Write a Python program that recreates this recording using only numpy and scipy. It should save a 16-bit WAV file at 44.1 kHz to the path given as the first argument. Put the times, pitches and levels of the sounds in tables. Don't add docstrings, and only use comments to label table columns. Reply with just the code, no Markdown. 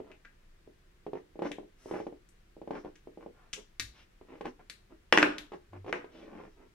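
import sys
import numpy as np
from scipy import signal
from scipy.fft import rfft, irfft, next_fast_len
from scipy.io import wavfile

SR = 44100
rng = np.random.default_rng(int(sys.argv[2]) if len(sys.argv) > 2 else 0)


def unload_wav(signal):
    wavfile.write(
        sys.argv[1],
        SR,
        np.round(np.clip(np.atleast_2d(signal).T, -1, 1) * 32767).astype(np.int16),
    )


N = 297217
RING = 16384

# [frequency_hz, density_db]
HUSH_SPECTRUM = [(12, -42.5), (20, 6), (109, -13), (219, -17), (274, -24.5), (333, -16), (725, -25.5),
                 (834, -27), (1770, -25), (15500, -46)]
HUSH_DB = -62
# [frequency_hz, t60_s]
ROOM_DECAY = [(150, 0.6), (400, 0.33), (1000, 0.37), (2000, 0.16), (5000, 0.38), (12000, 0.16)]
# [frequency_hz, gain_db]
ROOM_GAIN = [(100, -8), (350, 1.5), (900, -3.5), (2000, -1), (5000, -6.5), (12000, -0.5)]
# [frequency_hz, correlation]
PORT_CORRELATION = [(100, 0.95), (300, 0.88), (520, -0.42), (800, -0.31), (1500, 0.084), (4000, -0.019)]
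# [frequency_hz, left_minus_right_db]
PORT_BALANCE = [(300, 0), (520, 0), (1100, 0.5), (2000, 2.5), (4000, 2.5), (8000, 4), (12000, -2)]
CUTOFF_HZ = 15750

# [start_s, length_s, level_db, pitch_hz]
WEIGHT_SHIFTS = [(3.795, 0.15, -57.5, 55), (3.798, 0.086, -56, 98.5), (5.696, 0.19, -51.5, 96)]
# [start_s, length_s, level_db, hiss_centre_hz]
FUR_STROKES = [(1.764, .27, -63.5, 8560), (3.317, .2, -67.5, 1180), (3.921, 0.14, -63, 3700),
               (6.09, 0.21, -64.5, 3550)]
# [frequency_hz, density_db]
FUR_SPECTRUM = [(300, 9), (1000, 5), (2500, 1.5), (4500, -7.5), (5700, -1), (7000, -12.5), (12000, -13),
                (15000, -30)]

# [start_s, length_s, level_db]
ANTLER_SLIDES = [(.02, 0.15, -62), (1.143, 0.048, -53), (1.424, 0.061, -41.5), (1.875, .15, -46),
                 (2.711, 0.087, -46.5), (2.831, 0.058, -55), (3.201, 0.041, -56), (3.557, 0.067, -57),
                 (4.263, 0.13, -56), (4.438, 0.055, -45.5), (4.586, 0.04, -60.5), (4.889, 0.071, -60),
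                 (5.52, .042, -50), (5.722, 0.065, -56.5), (5.869, 0.034, -45), (5.927, 0.043, -44.5),
                 (6.09, 0.26, -57.5), (6.269, 0.23, -54), (6.553, .13, -64.5)]
SLIDE_HZ, SLIDE_REF_DB, SLIDE_DB_PER_OCTAVE = 990, -52.5, 18
SLIDE_HISS_DB, SLIDE_HISS_HZ = -24, 5440
HISS_DB_PER_DB, HISS_LASTS = 1.49, 1.5

# [start_s, level_db, hardness_hz, mouth_hz, opposite_tooth_db]
TOOTH_SNAPS = [(.116, -42.5, 2460, 2630, -2.5), (0.2491, -39.5, 2140, 1550, 0),
               (1.5167, -28, 4500, 3640, -21), (2.289, -50.5, 11830, 8550, -6),
               (2.956, -47.5, 6500, 1700, 0), (3.5303, -25, 7450, 3070, 3), (3.7972, -17, 8300, 3960, -5.5),
               (4.6986, -28, 8900, 4280, -13), (5.3826, -25, 6100, 3550, -14)]
JAW_GAP_S = .0042
# [frequency_hz, gain_db]
TOOTH_SPECTRUM = [(200, -8.5), (900, -16.5), (1400, -8.5), (2000, -1.5), (3200, -6.5), (4300, -6.5),
                  (6000, -1), (9000, -5.5), (12000, -4.5), (15000, -21.5)]

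# [start_s, level_db]
HELD_KNOCKS = [(.001, -32.5), (.675, -43), (1.0651, -29), (1.1323, -27), (1.154, -31), (1.356, -39),
               (1.3913, -28), (1.4203, -22), (1.426, -28), (1.4538, -26), (1.512, -31.5), (1.5841, -31),
               (1.6308, -42), (1.858, -35), (1.9112, -25.5), (1.938, -28), (1.965, -30.5), (2.0011, -27.5),
               (2.067, -27.5), (2.1248, -38), (2.5665, -40.5), (2.6158, -34.5), (2.675, -31),
               (2.707, -24.5), (2.8472, -30.5), (2.858, -36), (3.072, -36.5), (3.1737, -36),
               (3.2614, -33.5), (4.2123, -43), (4.409, -30), (4.4545, -27), (5.5193, -34.5), (5.533, -33.5),
               (5.732, -38.5), (5.8451, -39.5), (5.863, -35), (5.893, -32), (6.043, -37), (6.4002, -39)]
KNOCK_HZ, KNOCK_REF_DB, KNOCK_DB_PER_OCTAVE = 842, -30, 46.5
LIFT_S, LIFTED_OCTAVES = 4.0, 0.43
ROCK_SHORTEST_S, ROCK_LONGEST_S, ROCK_LOSS_DB = 0.01493, .05, 15.5
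# [frequency_hz, gain_db]
BOARD_SPECTRUM = [(60, -12.5), (150, -8), (320, 9.5), (450, 0.5), (620, 4.5), (900, 1), (1400, -2),
                  (2500, -1.5), (3600, -8), (5600, -15.5), (8000, -19.5), (15000, -22)]
# [frequency_hz, relative_level_db, t60_s]
BOARD_MODES = [(175, -35, .1), (215, -28, .14), (303, -31, .16), (360, -24, .08), (418, -19, .08),
               (479, -27, .11), (800, -26, .03), (1017, -24, .03)]

# [start_s, level_db, hardness_hz]
FREE_BOUNCES = [(5.1252, -1.5, 4290), (5.175, -2.5, 2400), (5.1848, -9.5, 2770), (5.2204, -16, 1446),
                (5.2279, -2.5, 3300), (5.927, -14.5, 1570)]
SLAP_S, SLAP_LOSS_DB, SLAP_HARDNESS = .0032, 13.5, .65
# [frequency_hz, gain_db]
CLACK_SPECTRUM = [(60, -36), (200, -32), (400, 9.5), (900, -2), (1500, 6), (2000, 4.5), (2800, 0),
                  (3600, -4.5), (4500, -14), (5500, -3.5), (6300, -11), (10000, -22), (15000, -33.5)]
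# [frequency_hz, relative_level_db, t60_s]
HORN_MODES = [(1249, -30, .05), (1585, -24, .035), (1856, -27, .04), (2320, -26, .04), (2596, -25, .04),
              (4010, -27, .03), (5450, -33, .03)]


def from_db(db):
    return 10 ** (np.asarray(db) / 20)


def rms_one(x):
    return x / np.sqrt(np.mean(x ** 2) + 1e-20)


def at_hz(points, hz):
    f, value = np.transpose(points)
    return np.interp(np.log(np.maximum(hz, 1)), np.log(f), value)


def add(track, s, sound):
    at = max(round(s * SR), 0)
    track[at:at + len(sound)] += sound[:len(track) - at]


def low_pass(x, hz, order):
    sos = signal.butter(order, min(hz, .45 * SR), fs=SR, output="sos")
    return signal.sosfilt(sos, x + 1e-18)


def colour(x, gain_at):
    size = next_fast_len(x.shape[-1] + 2048)
    gain = gain_at(np.fft.rfftfreq(size, 1 / SR))
    return irfft(rfft(x, size) * gain, size)[..., :x.shape[-1]]


def resonate(x, hz, q, boost_db):
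    b, a = signal.iirpeak(min(hz, .4 * SR), max(q, 1), fs=SR)
    return x + from_db(boost_db) * signal.lfilter(b, a, x)


def disperse(x, hz):
    c = np.exp(-2 * np.pi * hz / SR)
    return signal.lfilter([-c, 1], [1, -c], x)


def scatter(x, seconds, bounce):
    g = np.clip(bounce, 0, .9)
    lags = np.geomspace(.15, 1, 4) * rng.uniform(.8, 1.2, 4) * seconds * SR
    for lag in lags:
        loop = np.r_[1, np.zeros(int(lag)), g]
        x = signal.lfilter(loop[::-1], loop, x + 1e-18)
    return x


def body(spectrum, modes, vary_db, muted_db=0):
    variation = rng.normal(0, vary_db, len(spectrum))
    here = np.array(spectrum) + np.outer(variation, [0, 1])
    magnitude = from_db(at_hz(here, np.fft.rfftfreq(RING, 1 / SR)))
    cepstrum = irfft(np.log(magnitude))
    causal = np.r_[cepstrum[0], 2 * cepstrum[1:RING // 2]]
    click = irfft(np.exp(rfft(causal, RING)))
    t = np.arange(RING) / SR
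    rings = np.zeros(RING)
    for hz, db, t60 in modes:
        decay = from_db(db + rng.normal(0, vary_db) - 60 * t / t60)
        rings += decay * np.cos(2 * np.pi * hz * t)
    return click + from_db(-18 - muted_db) * rings


def at_level(x, db, crest_s):
    return from_db(db) * x * np.sqrt(crest_s * SR / np.sum(x ** 2))


def swell(length):
    return np.sin(np.linspace(0, np.pi, max(round(length * SR), 8)))


def diffuse(size):
    mid, side = rng.standard_normal((2, size))

    def alike(hz):
        return np.clip(at_hz(PORT_CORRELATION, hz), -.99, .99)

    common = colour(mid, lambda hz: np.sqrt(1 + alike(hz)))
    opposed = colour(side, lambda hz: np.sqrt(1 - alike(hz)))
    return common + opposed * [[1], [-1]]


def hush():
    noise = colour(diffuse(N), lambda hz: from_db(at_hz(HUSH_SPECTRUM, hz)))
    return from_db(HUSH_DB) * rms_one(noise)


def room_answer(near_db, near_t60, far_db, gap_s):
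    t = np.arange(2 * RING) / SR
    centres = np.geomspace(125, 16000, 8)
    noise, tail = diffuse(len(t)), 0
    for hz, share in zip(centres, np.eye(len(centres))):
        band = colour(noise, lambda f: at_hz(np.c_[centres, share], f))
        tail = tail + band * from_db(-60 * t / at_hz(ROOM_DECAY, hz))
    near = diffuse(len(t)) * from_db(-60 * t / near_t60)
    both = (from_db(near_db) * rms_one(near) + from_db(far_db) * rms_one(tail)) / np.sqrt(len(t))
    onset = np.clip(t / gap_s - .5, 0, 1)
    return colour(both, lambda hz: from_db(at_hz(ROOM_GAIN, hz))) * onset


def in_room(x, move_s, **room):
    turn = 2 * np.pi * np.arange(N) / SR / move_s
    wet = 0
    for share in (np.cos(turn), np.sin(turn)):
        wet = wet + signal.fftconvolve((x * share)[None], room_answer(**room), axes=1)[:, :N]
    direct = np.array([x, np.r_[0, 0, x[:-2]]])
    return direct + wet


def thuds():
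    out = np.zeros(N)
    for s, length, db, hz in WEIGHT_SHIFTS:
        push = swell(length)
        boom = push * np.sin(2 * np.pi * hz * np.arange(len(push)) / SR)
        add(out, s, from_db(db) * rms_one(boom))
    return out


def hissing_strokes():
    strokes = list(FUR_STROKES)
    for s, length, db in ANTLER_SLIDES:
        hiss_db = SLIDE_REF_DB + SLIDE_HISS_DB + HISS_DB_PER_DB * (db - SLIDE_REF_DB)
        strokes.append((s, HISS_LASTS * length, hiss_db, SLIDE_HISS_HZ))
    return strokes


def brushes():
    out = np.zeros(N)
    for s, length, db, centre_hz in hissing_strokes():
        pressure = swell(length)[:RING]
        hiss = colour(rng.standard_normal(RING), lambda hz: from_db(at_hz(FUR_SPECTRUM, hz)))
        hiss = low_pass(hiss, 1.4 * centre_hz, order=1)
        hiss = rms_one(resonate(hiss, centre_hz, q=1.7, boost_db=10.0))
        add(out, s, from_db(db) * pressure * hiss[:len(pressure)])
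    return out


def slides(catches_per_s, uneven_db):
    out = np.zeros(N)
    for s, length, db in ANTLER_SLIDES:
        bright_hz = SLIDE_HZ * 2 ** ((db - SLIDE_REF_DB) / SLIDE_DB_PER_OCTAVE)
        stroke = swell(length)[:RING]
        chance = rng.random(RING)[:len(stroke)]
        size = rng.standard_normal(RING)[:len(stroke)]
        strength = from_db(uneven_db * np.minimum(np.abs(size), 2))
        catches = (chance < catches_per_s / SR) * np.sign(size) * strength
        pressed = body(BOARD_SPECTRUM, BOARD_MODES, vary_db=2.5, muted_db=4.5)
        rasp = low_pass(signal.fftconvolve(catches * stroke, pressed), bright_hz, order=1)
        rasp = low_pass(rasp, 1900, order=1)
        add(out, s, from_db(db) * rasp * np.sqrt(len(stroke) / (np.sum(rasp ** 2) + 1e-20)))
    return out


def tooth_contacts():
    contacts = []
    for s, db, hard_hz, mouth_hz, opposite_db in TOOTH_SNAPS:
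        contacts.append((s, db, hard_hz, mouth_hz))
        contacts.append((s + JAW_GAP_S, db + opposite_db, hard_hz, mouth_hz))
    return contacts


def bites():
    out = np.zeros(N)
    for s, db, hard_hz, mouth_hz in tooth_contacts():
        response = body(TOOTH_SPECTRUM, HORN_MODES, vary_db=3.5, muted_db=12.0)
        crack = scatter(response, seconds=0.0004, bounce=0.82)
        hit = resonate(crack, mouth_hz, q=4.4, boost_db=10.5)
        add(out, s, at_level(low_pass(hit, hard_hz, order=2), db, crest_s=0.00023))
    return out


def held_contacts():
    contacts = []
    for s, db in HELD_KNOCKS:
        rock_s = rng.uniform(ROCK_SHORTEST_S, ROCK_LONGEST_S)
        for at, level in ((s, db), (s + rock_s, db - ROCK_LOSS_DB)):
            octaves = (level - KNOCK_REF_DB) / KNOCK_DB_PER_OCTAVE + LIFTED_OCTAVES * (s > LIFT_S)
            contacts.append((at, level, KNOCK_HZ * 2 ** octaves))
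    return contacts


def knocks(grit_db, grit_db_per_octave, grit_hz):
    out = np.zeros(N)
    for s, db, hard_hz in held_contacts():
        response = body(BOARD_SPECTRUM, BOARD_MODES, vary_db=1.0)
        thock = -disperse(low_pass(response, hard_hz, order=5), hz=117)
        grit = low_pass(scatter(response, seconds=0.0017, bounce=0.56), grit_hz, order=1)
        crush = from_db(grit_db + grit_db_per_octave * min(np.log2(hard_hz / 900), .5))
        add(out, s, at_level(thock + crush * grit, db, crest_s=0.0011))
    return out


def free_contacts():
    slaps = [(s + SLAP_S, db - SLAP_LOSS_DB, hz * SLAP_HARDNESS) for s, db, hz in FREE_BOUNCES]
    return list(FREE_BOUNCES) + slaps


def drop(tick_db, tick_hz):
    out = np.zeros(N)
    for s, db, hard_hz in free_contacts():
        antler = body(CLACK_SPECTRUM, HORN_MODES, vary_db=3.5)
        boards = body(BOARD_SPECTRUM, BOARD_MODES, vary_db=2.0)
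        response = antler + from_db(-2.0) * boards
        clack = scatter(disperse(response, hz=438), seconds=.0005, bounce=0.78)
        clack = low_pass(clack, hard_hz, order=2)
        treble = response - low_pass(response, tick_hz, order=1)
        tick = low_pass(treble, 2 * hard_hz, order=1)
        tick = low_pass(tick, 12000, order=3)
        add(out, s, at_level(clack + from_db(tick_db) * tick, db, crest_s=0.00031))
    return out


def scene():
    held = knocks(grit_db=-16.5, grit_db_per_octave=29.0, grit_hz=3240)
    held = held + slides(catches_per_s=690, uneven_db=7) + brushes()
    floor = in_room(held, move_s=.6, near_db=2.5, near_t60=0.13, far_db=-11.5, gap_s=0.0011)
    fall = drop(tick_db=-3, tick_hz=5000)
    fall = in_room(fall, move_s=.27, near_db=-5.5, near_t60=0.34, far_db=-0.5, gap_s=0.00059)
    teeth = in_room(bites(), move_s=1.103, near_db=0.5, near_t60=0.22, far_db=-3, gap_s=0.00054)
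    teeth = teeth * from_db(np.array([[1.2], [-1.2]]))
    return floor + fall + teeth + thuds() + hush()


def record(dry):
    halves = np.array([[.5], [-.5]])
    ports = colour(dry, lambda hz: from_db(at_hz(PORT_BALANCE, hz) * halves))
    return signal.sosfilt(signal.ellip(10, .1, 80, CUTOFF_HZ, fs=SR, output="sos"), ports)


dry = scene()
out = record(dry)
unload_wav(out)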